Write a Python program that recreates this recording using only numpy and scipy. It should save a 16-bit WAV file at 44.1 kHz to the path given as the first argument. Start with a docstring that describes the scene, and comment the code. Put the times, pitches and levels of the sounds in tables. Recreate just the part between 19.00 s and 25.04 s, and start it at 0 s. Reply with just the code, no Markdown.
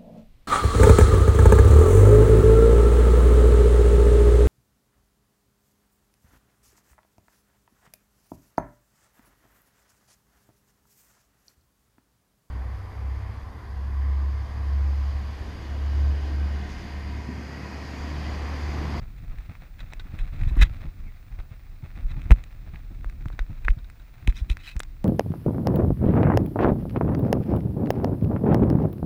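"""On a sand riding ground, a horse canters and takes two small jumps, heard from the rider's camera.
Turbulent air buffets the microphone, sand and tack rustle, and the electronics hiss and whine faintly.
Each hoof thuds and sprays sand. Jolts thump the camera, its plastic case knocks on the mount and
clothing scrapes across it, hardest on the two landings. Buckles clink, and leather creaks once."""
import sys
import numpy as np
from scipy import signal
from scipy.fft import rfft, irfft
from scipy.io import wavfile

SR = 44100
rng = np.random.default_rng(int(sys.argv[2]) if len(sys.argv) > 2 else 0)


def output_pcm(signal):
    """Save a mono or channel-first signal as 16-bit PCM at the path in sys.argv[1].

    Samples are clipped to [-1, 1] before scaling.
    """
    pcm = np.clip(np.atleast_2d(signal).T, -1, 1) * 32767
    wavfile.write(sys.argv[1], SR, np.round(pcm).astype(np.int16))


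N = 266496
TIME = np.arange(N) / SR


def amp(db):
    """Amplitude grows tenfold for every 20 dB."""
    return 10 ** (np.asarray(db) / 20)


def unit_rms(x):
    """Normalisation to an rms of one."""
    return x / np.sqrt(np.mean(x ** 2) + 1e-20)


def add(mix, start_s, sound):
    """Superposition: a sound adds to the mix from its start time."""
    part = mix[max(round(start_s * SR), 0):][:len(sound)]
    part += sound[:len(part)]


def coloured(x, spectrum, tilt_db=0):
    """Spectral filtering, tilted by tilt_db per octave, at an rms of one."""
    octave = np.log2(np.fft.rfftfreq(len(x), 1 / SR) + 1)
    hz, db = np.transpose(spectrum)
    gain = amp(np.interp(octave, np.log2(hz), db) + tilt_db * (octave - 10))
    return unit_rms(irfft(rfft(x) * gain, len(x)))


def shaped(x, envelope):
    """Amplitude modulation, scaled to carry the energy of the envelope."""
    return unit_rms(x * envelope) * np.sqrt(np.mean(envelope ** 2))


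def wander(rate_hz):
    """Low-pass noise: smooth random motion up to about the given rate."""
    hz = np.fft.rfftfreq(N, 1 / SR)
    return unit_rms(irfft(rfft(rng.standard_normal(N)) * np.exp(-(hz / rate_hz) ** 2), N))


def grains(per_s, spread_db):
    """Shot noise: a random train of tiny clicks, a few much larger than the rest."""
    size = amp(spread_db * np.minimum(rng.exponential(1, N), 4))
    return unit_rms(size * rng.choice([-1, 1], N) * (rng.random(N) < per_s / SR))


def ringing(modes):
    """Free vibration: after a tap, each mode decays exponentially."""
    t = np.arange(SR // 10) / SR
    return sum(amp(db - 60 * t / t60) * np.sin(2 * np.pi * hz * t) for hz, db, t60 in modes)


def resonate(x, hz, width_hz):
    """Forced vibration: x drives a steep resonance that follows the pitch curve hz."""
    carrier = np.exp(2j * np.pi * np.cumsum(hz) / SR)
    pole = np.exp(-np.pi * width_hz / SR)
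    return (carrier * signal.lfilter([(1 - pole) ** 2], [1, -2 * pole, pole * pole], x / carrier)).real


# The ride, building towards each jump. Each row: time in seconds, relative levels of air and rustle in dB.
RIDE_LEVELS = [(0.0, -36, -66.5), (0.42, -38, -56), (0.71, -42.5, -62.5), (1.44, -31.5, -52),
               (1.61, -27.5, -53), (2.16, -41.5, -63), (2.74, -43, -63), (3.23, -28.5, -55.5),
               (3.53, -39.5, -61), (3.8, -35.5, -61.5), (4.64, -37.5, -60.5), (4.95, -42, -66),
               (5.15, -44.5, -61), (5.4, -33, -61), (5.7, -44.5, -65), (6.04, -36, -64.5)]
# The spectrum of the eddies. Each row: frequency in Hz, relative spectral level in dB.
EDDY_SPECTRUM = [(12, -62), (25, 18), (42, 10.5), (70, 3), (110, -2.5), (170, -11.5), (230, -19),
                 (310, -22), (420, -34.5), (800, -65), (2000, -106)]

def buffeting(level_db=-6, gust_db=3, lull_db=1.2, shrink=0.032):
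    """Turbulence: eddies at the microphone come and go; faster air favours smaller, higher ones."""
    times, air_db, _ = np.transpose(RIDE_LEVELS)
    air_db = np.interp(TIME, times, air_db)
    large = coloured(rng.standard_normal(N), EDDY_SPECTRUM) * amp(-shrink * (air_db - air_db.mean()))
    small = coloured(rng.standard_normal(N), EDDY_SPECTRUM, tilt_db=4.0)
    strength = amp(air_db + level_db + lull_db * wander(8.2))
    gusts = amp(gust_db * wander(18))
    return strength * (2 * large + 0.48 * small * gusts)


# Sand and tack, muffled by the case. Each row: frequency in Hz, relative spectral level in dB.
RUSTLE_SPECTRUM = [(150, -6), (400, -0.5), (720, 5), (950, -1), (1300, 4.5), (1600, 1.5), (2000, 3),
                   (2550, 2), (3000, -11), (3500, -7), (3900, -7), (4600, -15.5), (8000, -25), (15000, -33)]

def rustle(level_db=-2.5, grit_db=-3):
    """Friction noise: dull sand and brighter leather rustle in independent clumps, among loose grit."""
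    times, _, rustle_db = np.transpose(RIDE_LEVELS)
    sand = coloured(rng.standard_normal(N), RUSTLE_SPECTRUM, tilt_db=-3) * amp(3.5 * wander(40))
    leather = coloured(rng.standard_normal(N), RUSTLE_SPECTRUM, tilt_db=2) * amp(4 * wander(50))
    clumps = unit_rms(unit_rms(sand) + unit_rms(leather))
    grit = coloured(grains(per_s=260, spread_db=4.5), RUSTLE_SPECTRUM, tilt_db=0.5)
    return amp(np.interp(TIME, times, rustle_db) + level_db) * (clumps + amp(grit_db) * grit)


# The camera's noise floor. Each row: frequency in Hz, relative spectral level in dB.
HISS_SPECTRUM = [(100, 9.5), (2400, 7), (3100, -0.5), (3900, 4), (5000, 0), (8000, -5), (12000, -7),
                 (14700, -6), (16000, -1)]

def electronics(hiss_db=-65, whine_db=-72.5, whine_hz=15081):
    """Self-noise: the camera's circuits add a broadband hiss and a thin whine."""
    hiss = coloured(rng.standard_normal(N), HISS_SPECTRUM)
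    whine = np.sqrt(2) * np.sin(2 * np.pi * whine_hz * TIME)
    return amp(hiss_db) * hiss + amp(whine_db) * whine


# A hoof's thud on packed sand. Each row: frequency in Hz, relative spectral level in dB.
THUD_SPECTRUM = [(40, -3), (90, 12.5), (150, 6.5), (220, -6.5), (300, -6.5), (420, -28), (900, -24),
                 (2500, -101)]
# The hoofbeats. Each row: time of greatest load in seconds, thud level in dB, spray level in dB.
HOOFBEATS = [(.025, -37.5, -54), (0.236, -43, -60.5), (0.311, -45, -57), (0.498, -32.5, -52),
             (.628, -42.5, -54), (.83, -43.5, -56), (1.06, -45, -59), (1.14, -31, -56.5), (1.334, -36, -58),
             (1.42, -25.5, -65), (1.76, -38.5, -67), (1.82, -46.5, -49), (1.855, -34.5, -59),
             (2.06, -42, -65), (2.32, -40.5, -59), (2.395, -42, -50.5), (2.518, -37.5, -57),
             (2.838, -32, -53.5), (2.978, -37.5, -52), (3.115, -33, -64), (3.171, -29.5, -55.5),
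             (3.265, -32, -58.5), (3.377, -38.5, -52.5), (3.67, -55, -56), (3.742, -37, -52.5),
             (3.915, -41, -64), (4.336, -35.5, -68), (4.505, -31, -62), (4.773, -34, -62),
             (5.231, -38.5, -74)]

def hoofs(rise_s=0.011, crunch_s=0.013):
    """Inelastic impact: each hoof packs the ground with a thud and crushes out a gritty spray of sand."""
    out, t = np.zeros(N), np.arange(SR // 5) / SR
    sand = coloured(grains(per_s=600, spread_db=3.5), RUSTLE_SPECTRUM, tilt_db=-1)
    load = (t / rise_s * np.exp(1 - t / rise_s)) ** 1.3
    spray = t / crunch_s * np.exp(1 - t / crunch_s)
    for s, thud_db, sand_db in HOOFBEATS:
        # Soft ground gives way unevenly, so the thud has no pitch.
        thud = shaped(coloured(rng.standard_normal(len(t)), THUD_SPECTRUM), load)
        crunch = shaped(np.roll(sand, -rng.integers(N))[:len(t)], spray)
        add(out, s - rise_s, amp(thud_db) * thud + amp(sand_db) * crunch)
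    return out


def swing(t, hz, cycles, sag=0.15, onset=1.5):
    """Damped oscillation: pressure swells quickly around t = 0, then slows as it dies."""
    age = np.clip(t * hz / cycles, -20, 20)  # in decay times, each the given number of cycles long
    turns = cycles * (age - sag * np.log(np.cosh(age)))
    return np.sin(2 * np.pi * turns) * 2 / (np.exp(age) + np.exp(-onset * age))


# The hollow thud of the mount. Each row: frequency in Hz, relative spectral level in dB.
MOUNT_SPECTRUM = [(60, 6.5), (130, -9), (230, -1), (330, -4), (550, -25.5), (1000, -17), (4000, -46.5)]
# Shoves of the camera. Each row: centre in seconds, level in dB, swing in Hz, hardness from 0 to 1.
CAMERA_JOLTS = [(0.3, -21, 30.4, 0), (0.392, -23.5, 42.7, 0), (1.222, -17, 30.4, 0.1),
                (1.473, -15, 88, 0.07), (1.524, -13, 53.4, 0.23), (1.585, -9, 37, 0.27),
                (1.611, -7, 41, 0.12), (1.632, -4.5, 48, 0.28), (1.884, -20, 33.2, 0.07),
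                (2.337, -26, 37.4, 0.07), (2.401, -23.5, 33.5, 0.22), (3.056, -15.5, 35, 0.01),
                (3.32, 3, 49, 0.17), (4.071, -19.5, 34.4, 0.04), (4.265, -21, 98, 0.26),
                (4.416, -16, 35, 0), (4.66, -17, 33.3, 0.08), (4.707, -7.5, 35.3, 0.04),
                (5.29, -6.5, 44.4, 0.25), (5.424, -15, 52.6, 0.03), (5.513, -11.5, 44, 0.14),
                (5.77, -18, 52.5, 0.21)]

def jolts(thud_db=-8, thud_s=0.0043, snap_ratio=2.6, lead_cycles=0.508):
    """Shock response: a jolt swings the camera; a hard one opens with a snap and a thud of the mount."""
    out, t = np.zeros(N), np.arange(SR // 2) / SR - 1 / 4
    for s, db, hz, hardness in CAMERA_JOLTS:
        snap_t = t + lead_cycles / hz
        snap = swing(snap_t, snap_ratio * hz, cycles=0.41)
        thud = coloured(rng.standard_normal(len(t)), MOUNT_SPECTRUM)
        thud *= np.exp(-0.5 * (snap_t / thud_s) ** 2)
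        opening = hardness * (snap + amp(thud_db) * thud)
        add(out, s + t[0], amp(db) * (swing(t, hz, cycles=0.39) + opening))
    return out


# The modes of the case. Each row: frequency in Hz, relative level in dB, time to fall 60 dB in seconds.
CASE_MODES = [(2136, -10.5, 0.015), (2585, -2.5, 0.019), (4030, 2.5, 0.0064)]
# Rubbing and rattling surfaces. Each row: frequency in Hz, relative spectral level in dB.
RUB_SPECTRUM = [(200, -6), (900, 0.5), (1300, 2), (2000, 2.5), (2600, -0.5), (3100, -7.5), (3900, -5),
                (4700, -12.5), (7600, -21), (9000, -27.5), (13000, -35), (16000, -35)]
# Knocks of case, mount and buckles. Each row: start in seconds, level in dB, pitch in Hz,
# then the gains of the sharp edge and of the weight in dB relative to the knock.
CASE_KNOCKS = [(0.3857, -38.5, 1790, -1, -8), (0.553, -38, 1860, -23, -19), (0.9348, -28, 2200, -0.5, -1),
               (1.19, -30, 2100, -8, -12), (1.4357, -34, 2320, -2.5, -21), (3.218, -35.5, 2320, -3, -14),
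               (3.308, -18, 2100, -32, 9), (3.3162, -6, 1280, -9.5, -8), (3.439, -38.5, 1990, 8, -7),
               (3.759, -34.5, 2140, -27, -27), (4.0452, -33.5, 1390, -4, 4), (4.098, -36.5, 1940, 0, -17),
               (4.2575, -31.5, 1220, -11, -12), (4.284, -42, 2070, 8.5, -8), (4.302, -41.5, 1190, -25, 8.5),
               (4.392, -22.5, 1740, -8.5, 0), (4.6831, -8.5, 1650, -46, -8), (4.704, -32.5, 2370, -2, -12),
               (4.9, -38.5, 1800, 3.5, -14), (5.227, -44, 1390, -18, -16), (5.275, -17, 2560, -3, -9),
               (5.325, -36.5, 1920, -5, -10), (5.4989, -26, 2710, 0, -9), (5.501, -22.5, 3250, -12, -16),
               (5.57, -30, 1660, 1, -6), (5.7655, -32.5, 1670, 4, -8), (5.795, -23.5, 7460, -35, -16),
               (5.803, -26, 1520, 12, 5), (5.8333, -29, 5270, 2.5, -18)]

def knocks(contact_s=0.00034, edge_s=0.0014, push_s=0.00025, rattle_s=0.007, ring_db=-30, rattle_db=-31):
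    """Impact excitation: a contact pushes the case, rattles it and rings the modes nearest its pitch."""
    out, t = np.zeros(N), np.arange(SR // 10) / SR
    case_response = amp(ring_db) * ringing(CASE_MODES)
    edge_band = signal.butter(2, [900, 7500], "band", fs=SR)
    # The whole case gives and springs back, which lends the knock its weight.
    give = t / push_s
    push = give * (1 - give / 2) * np.exp(1 - give)
    for s, db, hz, edge_db, weight_db in CASE_KNOCKS:
        # Higher contacts die sooner, harder ones later.
        age = t / contact_s * np.sqrt(hz / 1800) / amp(0.091 * (db + 29))
        contact = (age * np.exp(1 - age)) ** 2 * np.sin(2 * np.pi * hz * t)
        edge = 0.46 * signal.lfilter(*edge_band, rng.standard_normal(len(t)) * np.exp(-t / edge_s))
        rattle = coloured(rng.standard_normal(len(t)), RUB_SPECTRUM) * np.exp(-t / rattle_s)
        blow = contact + amp(edge_db) * edge + amp(weight_db) * push
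        ring = signal.fftconvolve(blow, case_response)[:len(t)]
        add(out, s, amp(db) * (blow + ring + amp(rattle_db) * rattle))
    return out


# Strokes of clothing on the case. Each row: centre in seconds, half length in seconds,
# relative level in dB, spectral tilt in dB per octave, lower rasp resonance in Hz.
CLOTH_SCRAPES = [(0.803, 0.011, -48, 3, 1980), (0.926, 0.0048, -45.5, -2.5, 2320),
                 (1.2, 0.013, -48, 3, 2190), (1.414, .004, -43, 1.5, 2200), (1.49, 0.011, -48, 6, 2360),
                 (1.621, 0.029, -38.5, 2, 1940), (1.625, 0.0078, -20.5, 4, 1970),
                 (3.11, 0.0092, -48, 2, 2420), (3.319, 0.004, -16, -4, 1950),
                 (4.651, 0.0026, -38.5, 3, 2600), (5.298, 0.0086, -44.5, 5, 2470),
                 (5.378, 0.02, -45.5, 6.5, 3350), (5.513, 0.012, -43.5, 7, 2680),
                 (5.605, 0.011, -51.5, 3.5, 2720), (5.678, 0.032, -42, 6, 2800)]

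def scrapes(level_db=-1, ring_db=-9, rasp_db=3, build_s=0.055, width_hz=650, upper_db=-4):
    """Stick-slip friction: cloth catches on the case; long slips build a rasp of two resonances."""
    out, t = np.zeros(N), np.arange(SR // 2) / SR - 1 / 4
    catches = unit_rms(grains(per_s=4000, spread_db=2) * amp(2.5 * wander(250)))
    ring = unit_rms(signal.oaconvolve(catches, ringing(CASE_MODES))[:N])
    friction = unit_rms(catches + amp(ring_db) * ring)
    waver = 1 + 0.06 * wander(30)
    for s, half_s, db, tilt_db, rasp_hz in CLOTH_SCRAPES:
        part = rng.integers(N - len(t)) + np.arange(len(t))
        pitch = rasp_hz * waver[part]
        lower = unit_rms(resonate(friction[part], pitch, width_hz))
        upper = unit_rms(resonate(friction[part], 1.53 * pitch, 2 * width_hz))
        rasp = amp(rasp_db) * (1 - np.exp(-half_s / build_s)) * (lower + amp(upper_db) * upper)
        rub = coloured(friction[part], RUB_SPECTRUM, tilt_db)
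        stroke = np.exp(-0.5 * abs(t / half_s) ** 2.4)
        add(out, s + t[0], amp(db + level_db) * shaped(rub + rasp, stroke))
    return out


# The modes of a buckle. Each row: frequency in Hz, relative level in dB, time to fall 60 dB in seconds.
BUCKLE_MODES = [(1520, 6, 0.031), (3450, -1, 0.013), (3760, 8.5, 0.016)]
# Taps on the buckle. Each row: start in seconds, gain in dB.
BUCKLE_CLINKS = [(0.805, -49), (0.997, -46), (0.9997, -50), (2.3997, -59.5), (4.328, -56.5), (4.3933, -45),
                 (4.789, -58), (4.845, -58.5), (4.998, -60.5), (5.5016, -49)]

def clinks(tick_db=1, tick_s=0.0078):
    """Modal ringing: a tapped buckle sounds its inharmonic modes with a dry tick."""
    out, ring = np.zeros(N), ringing(BUCKLE_MODES)
    t = np.arange(len(ring)) / SR
    for s, db in BUCKLE_CLINKS:
        tick = coloured(rng.standard_normal(len(t)), RUB_SPECTRUM) * np.exp(-t / tick_s)
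        add(out, s, amp(db) * (ring + amp(tick_db) * tick))
    return out


def creak(centre_s=2.082, half_s=0.021, level_db=-58, hz=2150, fall_hz_per_s=6000, width_hz=280):
    """Noise-driven resonance: leather creaks once, faintly, with a falling pitch."""
    t = TIME - centre_s
    pitch = hz - fall_hz_per_s * np.clip(t, -2 * half_s, 2 * half_s)
    swell = np.exp(-0.5 * (t / half_s) ** 2)
    return amp(level_db) * swell * unit_rms(resonate(rng.standard_normal(N), pitch, width_hz))


def scene():
    """Superposition in a free field: all sources sum at one microphone in the open air."""
    ride = buffeting() + rustle() + hoofs()
    gear = jolts() + knocks() + clinks() + creak() + scrapes() + electronics()
    return (ride + gear)[None]


def record(dry, ceiling=0.93, cutoff_hz=15900):
    """Saturation and band limiting: the hardest jolt overloads softly, then the top treble is cut."""
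    limited = dry / (1 + (dry / ceiling) ** 8) ** (1 / 8)
    lowpass = signal.firwin(511, cutoff_hz, window=("kaiser", 9), fs=SR)
    return signal.oaconvolve(limited, lowpass[None], "same")


dry = scene()
out = record(dry)
output_pcm(out)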